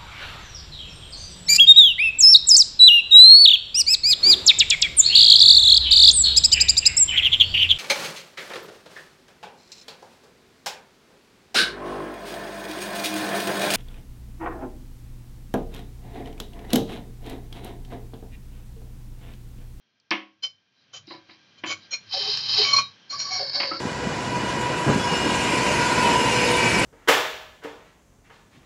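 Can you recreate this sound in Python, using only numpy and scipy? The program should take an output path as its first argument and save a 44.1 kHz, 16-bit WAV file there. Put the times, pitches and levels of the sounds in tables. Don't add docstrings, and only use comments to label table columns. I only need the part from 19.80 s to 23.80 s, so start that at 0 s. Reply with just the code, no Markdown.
import sys
import numpy as np
from scipy import signal
from scipy.fft import rfft, irfft
from scipy.io import wavfile

SR = 44100
rng = np.random.default_rng(int(sys.argv[2]) if len(sys.argv) > 2 else 0)


def master(y):
    cut = np.clip(np.atleast_2d(y).T, -1, 1)
    pcm = np.round(cut * 32767)
    wavfile.write(sys.argv[1], SR, pcm.astype(np.int16))


N = 176400
T = np.arange(N) / SR


def from_db(db):
    return 10 ** (np.asarray(db) / 20)


def rms_one(x):
    return x / np.sqrt(np.mean(x ** 2) + 1e-20)


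def level(rows):
    times, db = np.transpose(rows)
    return from_db(np.interp(T, times, db)) * (T >= times[0]) * (T <= times[-1])


def decay(t, t60):
    return np.exp(-np.log(1000) * np.maximum(t, 0) / t60)


def drift(rate_hz):
    pole = np.exp(-2 * np.pi * rate_hz / SR)
    wobble = signal.lfilter([1], [1, -2 * pole, pole * pole], rng.standard_normal(N + SR))
    return rms_one(wobble)[SR:]


def coloured(x, colour, peaks=()):
    hz = np.maximum(np.arange(N // 2 + 1) * SR / N, 1)
    points, db = np.transpose(colour)
    gain = from_db(np.interp(np.log(hz), np.log(points), db)) * np.minimum(hz / points[0], 1)
    for centre, width, boost_db in peaks:
        gain *= np.sqrt(1 + (from_db(boost_db) ** 2 - 1) / (1 + (2 * (hz - centre) / width) ** 2))
    return rms_one(irfft(rfft(x) * gain, N))


def noise(colour, peaks=()):
    return coloured(rng.standard_normal(N), colour, peaks)


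def workshop_hiss():
    loudness = [(0, -72.5), (.9, -70.5), (1.1, -64), (1.6, -60), (2.25, -55), (3.2, -56), (4, -66.5)]
    colour = [(40, -19.5), (120, 3.5), (210, 7), (400, 0), (900, -2), (1700, -0.5), (3200, 1), (4800, -4),
              (5800, -3), (6500, -15), (8000, -37.5)]
    peaks = [(1594, 25, 12), (2400, 31, 9), (3080, 27, 9.5), (3230, 18, 12.5), (3863, 22, 6.5),
             (4160, 30, 8.5), (4795, 25, 4)]
    return level(loudness) * noise(colour, peaks)


def wheel_rumble():
    loudness = [(0, -92.5), (.55, -86), (.66, -64), (.85, -91), (1.08, -76.5), (1.17, -62), (1.38, -65.5),
                (1.7, -78), (1.92, -51), (2.05, -70), (2.25, -64.5), (2.4, -55.5), (2.82, -49.5),
                (3.0, -43), (3.17, -73), (3.27, -69.5), (3.38, -53), (4, -57)]
    colour = [(25, -40), (55, -27.5), (78, -29.5), (101, 2), (120, -6.5), (145, -1), (170, -19), (205, -9),
              (300, -29), (600, -56)]
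    return level(loudness) * noise(colour)


def metal_ticks():
    ticks = [(0.2, -56.5), (0.3073, -18.5), (1.271, -45), (2.337, -40), (2.405, -39), (2.460, -31.5),
             (2.573, -18.5), (2.587, -29), (2.796, -23), (3.402, -21), (3.761, -41)]
    colour = [(1000, -27.5), (3500, -9.5), (4500, 6.5), (5500, -0.5), (6500, -31.5), (8000, -43)]
    bursts = sum(from_db(db) * (T >= start) * decay(T - start, t60=0.025) for start, db in ticks)
    return noise(colour) * bursts


def frame_knocks():
    # t/s, level/dB, treble cut-off/Hz, boost of the low notes/dB, rise/s
    knocks = [(0.3108, -18.5, 3440, 2.5, 0.0022), (1.275, -54, 3000, 19, 0.0068),
              (1.303, -31, 1080, -2, 0.0068), (1.335, -38, 1100, -3, 0.0074), (1.488, -44.5, 2480, 3, .01),
              (1.836, -26.5, 2090, 3, 0.0028), (3.800, -24, 2270, -27, 0.0022),
              (3.829, -27, 2500, -21, .002), (3.912, -26, 1400, 2, 0.0045)]
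    frame_notes = [(205.2, -22, 0.39), (280.8, -18.5, 0.32), (318.3, -12.5, 0.35), (346.3, -13, 0.26),
                   (554, -20, 0.32), (734.4, -20, 0.31), (995, -11, 0.26), (1093.5, -15.5, 0.35),
                   (1120, -20, 0.15), (1233, -21.5, 0.12), (1730, -9.5, .2), (2133, -9, .24),
                   (2246, -11.5, .24), (3090, -13, .28)]
    clatter_colour = [(100, -29), (220, -7), (330, -3.5), (480, -9.5), (1100, 0), (1450, -6), (2000, 2),
                      (3100, 4), (3700, -6.5), (5600, -7), (6600, -21.5), (8000, -48.5)]
    out, t = np.zeros(N + SR), T[:SR // 2]
    clatter_noise = noise(clatter_colour)
    clatter_fade = from_db(-0.5) * decay(t, t60=0.062) + from_db(-3.5) * decay(t, t60=0.28)
    for start, db, cutoff_hz, low_db, rise in knocks:
        clatter = np.roll(clatter_noise, rng.integers(N))[:len(t)] * clatter_fade
        ring = np.zeros(len(t))
        for hz, note_db, t60 in frame_notes:
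            gain = from_db(note_db + low_db * (hz < 400))
            ring += gain * decay(t, t60) * np.sin(2 * np.pi * (hz * t + rng.random()))
        knock = (clatter + ring) * np.minimum(t / rise, 1)
        soften = signal.butter(2, cutoff_hz, fs=SR, output="sos")
        i = int(start * SR)
        out[i:i + len(t)] += from_db(db) * signal.sosfilt(soften, knock)
    return out[:N]


def grit(slips_per_s=4000, spread_db=2):
    slips = rng.random(N) < slips_per_s / SR
    sizes = from_db(spread_db * np.minimum(rng.exponential(1, N), 5))
    signs = rng.choice([-1, 1], N)
    t = T[:SR // 10]
    ring = rng.standard_normal(len(t)) * decay(t, t60=0.019)
    return signal.fftconvolve(slips * sizes * signs, ring)[:N]


def friction_tone(hz, wobble_hz, rough_db=3):
    phase = 2 * np.pi * np.cumsum(hz + wobble_hz * drift(rate_hz=69)) / SR
    return rms_one(np.sin(phase) * from_db(rough_db * drift(rate_hz=80)))


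def swell(start, rise, hold):
    build_up = np.clip((T - start) / rise, 0, 1) ** 1.42
    after = T - start - rise - hold
    ring_share = from_db(-13.5)
    return build_up * ((1 - ring_share) * decay(after, t60=0.094) + ring_share * decay(after, t60=0.24))


def blade_squeals():
    # t/s, rise/s, hold/s, scrape level/dB, then level/dB of each blade note
    squeals = [(.622, .015, 0.013, -41, -57, -46.5, -54, -27, -37.5, -36, -41.5, -71),
               (1.127, 0.012, 0.035, -44.5, -57.5, -71, -73, -44, -75, -53.5, -56, -52.5),
               (1.772, 0.011, .010, -61, -68, -68, -70, -54.5, -61.5, -70, -74, -85),
               (1.850, .025, 0.031, -36.5, -54, -45, -55, -34, -51, -47, -65, -57),
               (1.892, .014, 0.02, -32, -39, -32.5, -39.5, -42, -43.5, -46, -52, -68),
               (2.105, 0.011, 0.0092, -43.5, -69, -62, -48, -49, -36.5, -71, -37, -40.5),
               (2.122, .012, 0.0078, -37.5, -53.5, -36.5, -31.5, -68, -26, -56, -31.5, -42.5),
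               (2.809, 0.046, 0.066, -34.5, -35, -31.5, -41.5, -29.5, -30, -46, -36.5, -49.5),
               (2.925, .013, 0.0078, -30.5, -23, -27, -45, -41, -16, -42, -30, -48),
               (2.960, 0.0049, .016, -33, -28, -31.5, -31, -45, -15.5, -47, -27.5, -49),
               (2.979, .008, 0.0082, -30.5, -20.5, -32, -27.5, -37, -31, -45, -40, -60),
               (3.293, .018, 0.0089, -45.5, -53.5, -52, -54.5, -55, -30, -51, -43.5, -47),
               (3.318, 0.013, 0.014, -47, -32, -49, -51.5, -61, -48, -59, -41, -51),
               (3.378, .022, 0.027, -42.5, -50, -44.5, -51, -54, -32.5, -53, -31, -40),
               (3.435, 0.021, 0.034, -49, -38.5, -64, -65, -60, -51, -57, -38.5, -56),
               (3.490, 0.027, 0.057, -46, -41.5, -38.5, -59, -57.5, -34.5, -48, -32.5, -45.5)]
    blade_notes = [(1125, 14), (2235, 24.9), (2400, 14), (3075, 12), (4220, 14), (5000, 35), (5620, 60),
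                   (6660, 55)]
    scrape_colour = [(100, -33.5), (300, -12.5), (700, -9), (1500, -10.5), (2300, -6), (2700, -6.5),
                     (3200, -3), (3600, 0.5), (4300, 0), (5200, -10), (5800, 0.5), (6300, -7.5),
                     (7000, -10), (8000, -46)]
    swells = np.array([swell(*row[:3]) for row in squeals])
    gains = from_db(np.array(squeals)[:, 3:]).T
    scrape_gain, *note_gains = np.sqrt(gains ** 2 @ swells ** 2)
    scrape = scrape_gain * coloured(grit(), scrape_colour)
    notes = sum(gain * friction_tone(hz, wobble) for gain, (hz, wobble) in zip(note_gains, blade_notes))
    return scrape + notes


def blade_rub():
    # t/s, level/dB (before boost_db)
    nudges = [(.9, -86), (1.01, -66), (1.1, -82), (1.255, -78), (1.28, -50.5), (1.34, -45.5), (1.41, -69),
              (1.47, -71), (1.51, -51.5), (1.59, -72), (1.97, -76), (2.04, -51.5), (2.1, -74), (2.25, -76)]
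    first_push = [(2.26, -66.5), (2.342, -28), (2.36, -30.5), (2.578, -29.5), (2.61, -35.5), (2.686, -31.5),
                  (2.696, -29.5), (2.722, -29), (2.73, -27.5), (2.778, -24), (2.788, -21.5), (2.84, -23),
                  (2.92, -37.5), (2.978, -35.5), (3.038, -48.5), (3.16, -69)]
    second_push = [(3.28, -72), (3.312, -37), (3.362, -38), (3.412, -38), (3.474, -37), (3.508, -32),
                   (3.628, -30), (3.662, -35.5), (3.696, -32.5), (3.712, -37), (3.762, -25.5), (3.976, -38),
                   (4.0, -38.5)]
    # f/Hz, level/dB
    early_colour = [(120, -29), (300, -24), (450, -17.5), (1000, -15.5), (1800, -17.5), (2700, -14),
                    (3550, -13), (4000, 13.5), (4450, 2), (5000, 2), (5350, 0), (5700, -11.5), (6300, -23),
                    (7000, -15.5), (7800, -60)]
    late_colour = [(120, -27.5), (300, -14.5), (750, -15), (1400, -13.5), (2200, -11), (2700, -20),
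                   (3550, -16), (4000, 0.5), (4500, 1), (4950, 6.5), (5350, 0), (5700, -13.5),
                   (6300, -18.5), (7000, -20.5), (7800, -57)]
    peaks = [(2193, 51, 7), (3090, 39, 18), (3927, 39, 3), (4430, 58, 4), (4820, 71, 2.5)]
    moves = [(nudges, 1.5, early_colour), (first_push, 4, early_colour), (second_push, 2, late_colour)]
    flicker = from_db(1.1 * drift(rate_hz=30))
    return flicker * sum(level(curve) * from_db(boost_db) * coloured(grit(), colour, peaks)
                         for curve, boost_db, colour in moves)


def frame_groans():
    groans = [(2.333, 0.0073, .022, 770, -35), (2.338, 0.033, .012, 557, -37.5),
              (2.39, 0.017, .02, 421.5, -42), (2.457, 0.024, .02, 412, -39), (2.41, 0.018, .04, 770, -46),
              (2.752, 0.029, .02, 756, -38.5), (2.773, 0.032, .015, 409, -28),
              (2.995, 0.033, .04, 3860, -38.5), (3.485, 0.028, .05, 752, -41),
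              (3.586, 0.015, .018, 745, -33.5), (3.589, .014, .012, 412, -41),
              (3.584, 0.026, .04, 547.6, -37), (3.741, 0.013, .025, 780, -43),
              (3.744, 0.031, .195, 552, -40), (3.908, 0.0057, .005, 1295, -26),
              (3.924, .015, .022, 1353, -38.5)]
    return sum(from_db(db) * swell(start, rise, hold) * friction_tone(hz, wobble_hz=16)
               for start, rise, hold, hz, db in groans)


def scene():
    background = wheel_rumble() + workshop_hiss()
    handling = frame_knocks() + metal_ticks()
    friction = blade_squeals() + blade_rub() + frame_groans()
    return (background + handling + friction)[None]


def record(dry):
    return signal.sosfilt(signal.ellip(10, .2, 80, 7900, fs=SR, output="sos"), dry)


dry = scene()
out = record(dry)
master(out)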